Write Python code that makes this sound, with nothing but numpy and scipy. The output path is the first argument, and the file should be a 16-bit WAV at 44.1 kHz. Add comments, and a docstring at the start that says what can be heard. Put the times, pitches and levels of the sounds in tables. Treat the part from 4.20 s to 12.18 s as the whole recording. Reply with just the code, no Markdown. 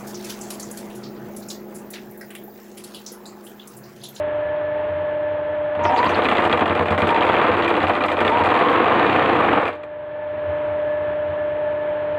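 """Small tin-walled workshop: a motor-driven cast-iron sewing machine on a wooden table, close to the microphone.
A fan hums and rushes steadily, as wavering tones over coloured noise; the machine sews in three surges of speed.
Each turn of the shaft strikes six blows that ring casting, steel and frame; the thread ticks and hisses, bearings whirr.
The belt sings in bending tones under load, and the dry works squeak in rough short notes at the start.
The recorder's gain control pushes loud passages down and lets the sound swell back."""
import sys
import numpy as np
from scipy import signal
from scipy.fft import rfft, irfft
from scipy.io import wavfile
from scipy.ndimage import uniform_filter1d

SR = 44100
rng = np.random.default_rng(int(sys.argv[2]) if len(sys.argv) > 2 else 0)


def generate_wav(signal):
    """Clip the signal to [-1, 1] and save it as 16-bit WAV at the path in sys.argv[1]."""
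    frames = np.transpose(np.atleast_2d(signal))
    scaled = np.clip(frames, -1, 1) * 32767
    pcm = np.round(scaled).astype(np.int16)
    wavfile.write(sys.argv[1], SR, pcm)


N = 351918
TIME = np.arange(N) / SR
SHORT_TIME = TIME[:SR // 2]  # the half second given to every decay


def undb(db):
    """Turn decibels into gain."""
    return 10 ** (np.asarray(db) / 20)


def unit(x):
    """Scale to rms 1."""
    return x / np.sqrt(np.mean(x ** 2))


def filter_unit_energy(x, response):
    """Convolve with a response scaled to unit energy."""
    return signal.fftconvolve(x, response / np.linalg.norm(response))[:N]


def colour(x, points):
    """Minimum-phase filter of unit energy whose spectrum follows (Hz, dB) points."""
    hz, db = np.transpose(points)
    size = 8192
    grid = np.maximum(np.fft.rfftfreq(size, 1 / SR), 1)
    gain = undb(np.interp(np.log(grid), np.log(hz), db))
    # folding the cepstrum forward in time makes the filter causal
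    cepstrum = irfft(np.log(gain))
    cepstrum[1:size // 2] *= 2
    cepstrum[size // 2 + 1:] = 0
    return filter_unit_energy(x, irfft(np.exp(rfft(cepstrum))))


def walk(rate):
    """Smooth random wander of rms 1; a higher rate wanders faster."""
    width = int(SR / rate)
    steps = rng.standard_normal(N // 20)[np.arange(N) // max(width, 20)]
    return unit(uniform_filter1d(uniform_filter1d(steps, width), width))


def fade(t60):
    """Half a second of exponential decay, 60 dB down after t60 seconds."""
    return np.exp(-np.log(1000) * SHORT_TIME / t60)


def ring(x, modes):
    """Struck parts ring as a sum of decaying sines, scaled to unit energy."""
    response = np.zeros(len(SHORT_TIME))
    for k, (hz, t60, db) in enumerate(modes):
        sign = (-1) ** k  # neighbouring modes move in opposite directions
        response += sign * undb(db) * fade(t60) * np.sin(2 * np.pi * hz * SHORT_TIME)
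    return filter_unit_energy(x, response)


def blows(times, db):
    """One impulse of the given size at each time."""
    samples = np.clip(times * SR, 0, N - 1).astype(int)
    return np.bincount(samples.ravel(), undb(db).ravel(), N)


def push(x, length_s):
    """Spread each blow over a soft contact."""
    size = int(length_s * SR) | 1
    window = np.hanning(size)
    return signal.fftconvolve(x, window / window.sum(), "same")


def chatter(x, t60, rise_s):
    """Each blow breaks up into a burst of tiny random contacts that builds and fades."""
    power = (fade(t60) * (1 - np.exp(-SHORT_TIME / rise_s))) ** 2
    burst_power = signal.fftconvolve(x ** 2, power / power.sum())[:N]
    return np.sqrt(np.abs(burst_power)) * rng.standard_normal(N)


def swell(start, length):
    """A rounded rise and fall."""
    return np.sin(np.pi * np.clip((TIME - start) / length, 0, 1))


def tone(hz):
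    """A sine of rms 1 that follows a pitch curve from a random phase."""
    return np.sqrt(2) * np.sin(2 * np.pi * (np.cumsum(hz) / SR + rng.random()))


# Tones of the fan motor. Each row: pitch in Hz, rms level in dB, unsteadiness (a relative amount).
FAN_TONES = [(86, -53, 0.5), (96, -47.5, 6.5), (301, -42.5, 0), (509.5, -53, 4.5), (564, -47, 4.5),
             (594, -50.5, 0.5), (599.3, -23, 0.94), (625.5, -38, 1.06), (669, -53.5, 0), (865, -49.5, 4.5),
             (889, -44, 4), (958, -48, 2.5), (1680, -53, 3.5), (1730, -46.5, 5.5)]
# Rush of air from the fan. Each row: frequency in Hz, relative level in dB.
FAN_AIR = [(25, -22.5), (50, -2.5), (90, 5), (150, 4), (230, -3), (400, 4.5), (950, 4), (1300, -0.5),
           (1720, 0.5), (1900, -3.5), (3300, -14), (4300, -31), (5500, -53.5), (15000, -58)]


def fan(air_db=-34.0, drift=.0003, flutter_hz=1.0, waver_db=0.63):
    """Motor tones waver in level and pitch, each by its own unsteadiness, over rushing air."""
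    hum = np.zeros(N)
    for hz, db, unsteadiness in FAN_TONES:
        level = undb(db + waver_db * unsteadiness * walk(22))
        pitch = hz * (1 + drift * walk(2)) + flutter_hz * unsteadiness * walk(25)
        hum += level * tone(pitch)
    air = colour(rng.standard_normal(N), FAN_AIR)
    return hum + undb(air_db + 0.53 * walk(14)) * air


# Speed of the shaft, one stitch a turn, in three surges from rest to rest.
# Each row: time in seconds, speed in turns a second.
SHAFT_SPEED = [(1.56, 0), (1.64, 12.0), (1.83, 16.05), (2.13, 14.94), (2.46, 11.4), (2.73, 7.69),
               (2.96, 15.1), (3.16, 21.31), (3.59, 15.68), (3.85, 13.36), (3.94, 10.8), (4.22, 18.06),
               (4.59, 23.5), (4.94, 31.72), (5.35, 21.75), (5.46, 16.32), (5.63, 0)]
CRUISE_HZ = 18  # turns a second at which the blows have their listed strength


def shaft():
    """The motor turns the shaft; its speed glides between the listed points."""
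    return np.interp(TIME, *np.transpose(SHAFT_SPEED))


# How hard the works are driven, apart from their speed.
# Each row: time in seconds, knock level in dB, click level in dB.
DRIVE_LOAD = [(1.56, -17, -24), (1.66, -9.5, -13.5), (1.85, -3.5, 1.5), (2.11, -4.5, -1.5), (2.5, 2, -1),
              (2.95, -3, -1), (3.25, 3, 4), (3.85, -3.5, -1), (4.14, -3.5, -4.5), (4.31, 1.5, 5),
              (4.45, 6, 5.5), (4.8, 4.5, 2), (5.0, 0, -0.5), (5.36, 3, -5.5), (5.48, -1, -0.5),
              (5.561, -11, -15)]


def load(times):
    """Extra strength of the knocks and of the clicks at these times, in dB."""
    load_s, knock_db, click_db = np.transpose(DRIVE_LOAD)
    return np.interp(times, load_s, knock_db), np.interp(times, load_s, click_db)


# Blows of needle bar, feed and shuttle within one turn. Each row: share of the turn, knock level in dB,
# click level in dB, click gain in dB per doubling of speed.
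CAM_BLOWS = [(.02, 2, 2.5, 2.5), (.13, 6, -8.5, 16), (0.299, 0, -2.5, 22), (.61, 2, 3.5, 5.5),
             (0.719, 1.5, -7, 7), (.84, 1, 1.5, 5)]


def strikes(slop_s=0.00069):
    """Times of every cam blow, and the shaft speed in doublings above cruising; one row a stitch."""
    rate = shaft()
    # the shaft starts half a turn before the needle lands
    turns = np.cumsum(rate) / SR - .5
    stitches = np.arange(int(turns[-1]))[:, None]
    times = np.interp(stitches + np.transpose(CAM_BLOWS)[0], turns, TIME)
    speed = np.log2(np.maximum(np.interp(times, TIME, rate), 1) / CRUISE_HZ)
    return times + slop_s * rng.standard_normal(times.shape), speed


# Single blows as loose joints catch and settle.
# Each row: time in seconds, knock level in dB, click level in dB.
LOOSE_BLOWS = [(1.55, -17.5, -16.5), (1.589, -16.5, -28.5), (1.651, -1, -2), (2.053, -1, 6), (2.328, 3, 2),
               (2.407, 2.5, -1.5), (3.09, 4, 7.5), (3.694, 5, -1.5), (4.17, 0.5, 2.5), (4.409, 15.5, 2),
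               (4.594, 6.5, 1.5), (5.329, 5.5, 7.5), (5.633, -16, -6)]
# Modes of table top and casting. Each row: pitch in Hz, decay time t60 in seconds, relative level in dB.
BODY_MODES = [(214, .06, -11.5), (307.7, 0.12, 3.5), (317, 0.046, 4), (342.2, 0.21, -2), (444, 0.11, -1.5),
              (482.5, 0.14, -1.5), (624, 0.095, -4.5), (731, 0.068, 2), (896, 0.023, 6.5),
              (1094, 0.073, -2), (1179, 0.085, 1.5), (1278, 0.013, 9)]
# Rattle of the loose joints after a knock. Each row: frequency in Hz, relative level in dB.
JOINT_RATTLE = [(50, -41), (110, -13), (180, -9.5), (300, -2.5), (390, -5.5), (480, 1.5), (580, -3.5),
                (750, -2), (1150, -3), (1500, -8), (2500, -14.5), (4000, -32), (5500, -66)]


def casting(times, speed, knock_db=18.0, speed_db=5.0, scatter_db=1, modes_db=-7.0, rattle_db=-3.0):
    """Cam knocks, harder the faster the shaft spins, ring table and casting and rattle the joints."""
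    lone_s, lone_db, _ = np.transpose(LOOSE_BLOWS)
    scatter = scatter_db * rng.standard_normal(times.shape)
    strength = load(times)[0] + np.transpose(CAM_BLOWS)[1] + speed_db * speed + scatter
    knocks = undb(knock_db) * (blows(times, strength) + blows(lone_s, lone_db))
    body = ring(push(knocks, .0004), BODY_MODES)
    rattle = colour(chatter(knocks, t60=0.076, rise_s=.004), JOINT_RATTLE)
    return undb(modes_db) * body + undb(rattle_db) * rattle


# Modes of the steel linkage. Each row: pitch in Hz, decay time t60 in seconds, relative level in dB.
STEEL_MODES = [(1323, 0.035, -4), (1776, 0.056, 7), (2000, 0.047, -0.5), (2286, 0.043, 0.5),
               (2390, 0.04, 4.5), (2950, 0.014, -14.5), (3330, 0.077, -11.5), (3370, 0.027, -3.5),
               (4100, .04, -18.5)]
# Scrape of steel on steel in a click. Each row: frequency in Hz, relative level in dB.
STEEL_SCRAPE = [(200, -21.5), (700, 7), (1200, -2.5), (2300, -1), (3400, -4.5), (4200, -15), (5400, -39),
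                (7300, -35), (9000, -45), (10000, -48), (15500, -67)]


def linkage(times, speed, click_db=6.5, scatter_db=1, play_db=2, steel_db=-5, scrape_db=-1):
    """Cam clicks, harder with speed, break into tiny contacts that ring the steel and scrape."""
    _, _, cam_db, speed_db = np.transpose(CAM_BLOWS)
    lone_s, _, lone_db = np.transpose(LOOSE_BLOWS)
    scatter = scatter_db * rng.standard_normal(times.shape)
    # below cruising speed the joints have time to fall slack, and some blows catch harder
    catch = play_db * rng.exponential(size=times.shape) * (speed < 0)
    strength = load(times)[1] + cam_db + speed_db * speed + scatter + catch
    clicks = undb(click_db) * (blows(times, strength) + blows(lone_s, lone_db))
    contact = chatter(clicks, t60=0.017, rise_s=0.0022)
    steel = ring(push(contact, .0002), STEEL_MODES)
    return undb(steel_db) * steel + undb(scrape_db) * colour(contact, STEEL_SCRAPE)


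# Thread snapping through its guides. Each row: frequency in Hz, relative level in dB.
THREAD_SNAP = [(2500, -6.5), (4500, 6), (5700, -7.5), (7300, -3.5), (8400, -3), (9000, -2), (10000, -23.5),
               (11900, -13), (12400, -10.5), (13500, -12), (15500, -19.5)]


def thread(times, speed, db=-21.5, speed_db=0.5, scatter_db=4, lone_db=-24, hiss_db=-60):
    """The thread ticks in its guides at each jerk of the works and hisses as it runs in between."""
    jerk = (load(times)[1] + np.transpose(CAM_BLOWS)[2]) / 2
    scatter = scatter_db * rng.standard_normal(times.shape)
    lone_s, _, lone_click = np.transpose(LOOSE_BLOWS)
    ticks = blows(times, db + speed_db * speed + jerk + scatter) + blows(lone_s, lone_db + lone_click)
    hiss_level = undb(hiss_db + load(TIME)[1] / 2 + 2.5 * walk(110)) * np.sqrt(shaft() / CRUISE_HZ)
    hiss = hiss_level * rng.standard_normal(N)
    return colour(chatter(ticks, t60=0.07, rise_s=.004) + hiss, THREAD_SNAP)


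def bearings(whirr_db=-23, slide_db=-33, growth=0.36):
    """Between the blows the bearings whirr and the bars slide, louder with speed and load."""
    knock_load, click_load = load(TIME)
    whirr_level = undb(whirr_db + knock_load / 2 + 2 * walk(77))
    slide_level = undb(slide_db + click_load / 2 + 3.1 * walk(150))
    whirr = whirr_level * colour(rng.standard_normal(N), JOINT_RATTLE)
    slide = slide_level * colour(rng.standard_normal(N), STEEL_SCRAPE)
    return (shaft() / CRUISE_HZ) ** growth * (whirr + slide)


# Low modes of the table frame. Each row: pitch in Hz, decay time t60 in seconds, relative level in dB.
FRAME_MODES = [(90.4, 0.26, 4), (162.8, 0.24, -2.5), (221, 0.36, 0.5)]
# Lone thumps of the frame as the drive takes hold, the table jolts or a hand lands.
# Each row: time in seconds, level in dB.
LONE_THUMPS = [(1.566, -2), (1.61, 1), (1.862, 11.5), (3.088, 12.5), (3.29, 19), (3.63, 14), (4.2, 14),
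               (5.308, 8), (6.156, -9)]
# the needle punches through a thick fold of cloth between these times, in seconds
FOLD_START_S, FOLD_END_S = 2.3, 2.86


def frame_thumps(times, speed, punch_db=1, slow_punch_db=4, fold_db=10):
    """The needle's punch rings the frame at each stitch, harder when slow and in thick cloth."""
    needle_s = times[:, 0]
    in_fold = (needle_s > FOLD_START_S) & (needle_s < FOLD_END_S)
    strength = punch_db - slow_punch_db * speed[:, 0] + fold_db * in_fold
    punches = blows(needle_s, strength) + blows(*np.transpose(LONE_THUMPS))
    # slow flexing moves little air, so the thump has no deep bass
    bass_cut = signal.butter(2, 80, "high", fs=SR, output="sos")
    return signal.sosfilt(bass_cut, ring(push(punches, .002), FRAME_MODES))


def frame_hum(resonance_hz=116, width_hz=20, shake_db=-18):
    """At speed the unbalanced crank shakes the frame into a hum that glides through its resonance."""
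    rate = shaft()
    hum = np.zeros(N)
    for multiple in range(3, 8):
        hz = multiple * rate
        hum += tone(hz) / np.hypot(1, (hz - resonance_hz) / width_hz)
    return undb(shake_db) * (rate / rate.max()) ** 3 * hum


# The belt sings on its pulley under load. Each row: start in seconds, length in seconds,
# pitch at the start in Hz, pitch at the end in Hz, level in dB.
BELT_NOTES = [(1.577, 0.26, 948, 945, -17.5), (1.671, .13, 720, 772, -16), (1.69, .22, 911, 1043, -11.5),
              (2.835, 0.32, 884, 1003, -13.5), (4.09, 0.2, 915, 975, -9), (4.171, .36, 830, 608, -12.5),
              (4.288, 0.51, 1100, 1102, -5.5)]


def belt():
    """The slipping belt sings a rough note that bends as the wheel catches up."""
    out = np.zeros(N)
    for start, length, first_hz, last_hz, db in BELT_NOTES:
        hz = np.interp(TIME, [start, start + length], [first_hz, last_hz])
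        slip = 1 + .04 * walk(300)
        out += undb(db + 1.7 * walk(90)) * swell(start, length) * tone(hz * slip)
    return out


# Dry squeaks as the works start. Each row: start in seconds, length in seconds, pitch in Hz, level in dB.
DRY_SQUEAKS = [(1.633, .018, 6500, -43.5), (1.641, 0.066, 5280, -42), (1.714, 0.14, 6600, -48.5),
               (1.768, 0.036, 4340, -26), (1.855, 0.021, 4300, -29), (1.875, 0.044, 6050, -41.5),
               (1.942, 0.013, 4270, -25.5)]


def squeaks(roughness=0.083):
    """Stick-slip in the dry works makes short notes, scratchy from a fast random wander of pitch."""
    waver = 1 + roughness * walk(1600)
    out = np.zeros(N)
    for start, length, hz, db in DRY_SQUEAKS:
        out += undb(db) * swell(start, length) * tone(hz * waver)
    return out


def workshop(x, wet_db=-13):
    """Short reverberation between tin walls: a decaying noise tail after a 6 ms gap."""
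    tail = rng.standard_normal(SR // 2) * fade(.25) * (SHORT_TIME > .006)
    return x + undb(wet_db) * filter_unit_energy(x, tail)


def scene():
    """The machine sounds through the workshop's reverberation; the fan is added dry."""
    times, speed = strikes()
    sewing = casting(times, speed) + linkage(times, speed) + thread(times, speed) + bearings()
    sewing += frame_thumps(times, speed) + frame_hum() + belt() + squeaks()
    return (workshop(sewing) + fan())[None]


def gain_control(x, threshold_db=-17.0, slope=0.9, release_db=15, sense_s=0.039):
    """Loud passages pull the gain down quickly; it creeps back at release_db a second."""
    width = int(sense_s * SR)
    power = np.abs(uniform_filter1d(np.mean(x ** 2, axis=0), width))
    level_db = 10 * np.log10(power + 1e-12)
    wanted = slope * np.maximum(level_db - threshold_db, 0)
    held = np.maximum.accumulate(wanted + release_db * TIME) - release_db * TIME
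    return x * undb(-uniform_filter1d(held, width))


def record(dry):
    """The small microphone loses the deep bass; gain control follows; the top is cut."""
    bass_cut = signal.butter(3, 52, "high", fs=SR, output="sos")
    top_cut = signal.ellip(8, .2, 70, 15400, fs=SR, output="sos")
    return signal.sosfilt(top_cut, gain_control(signal.sosfilt(bass_cut, dry)))


dry = scene()
out = record(dry)
generate_wav(out)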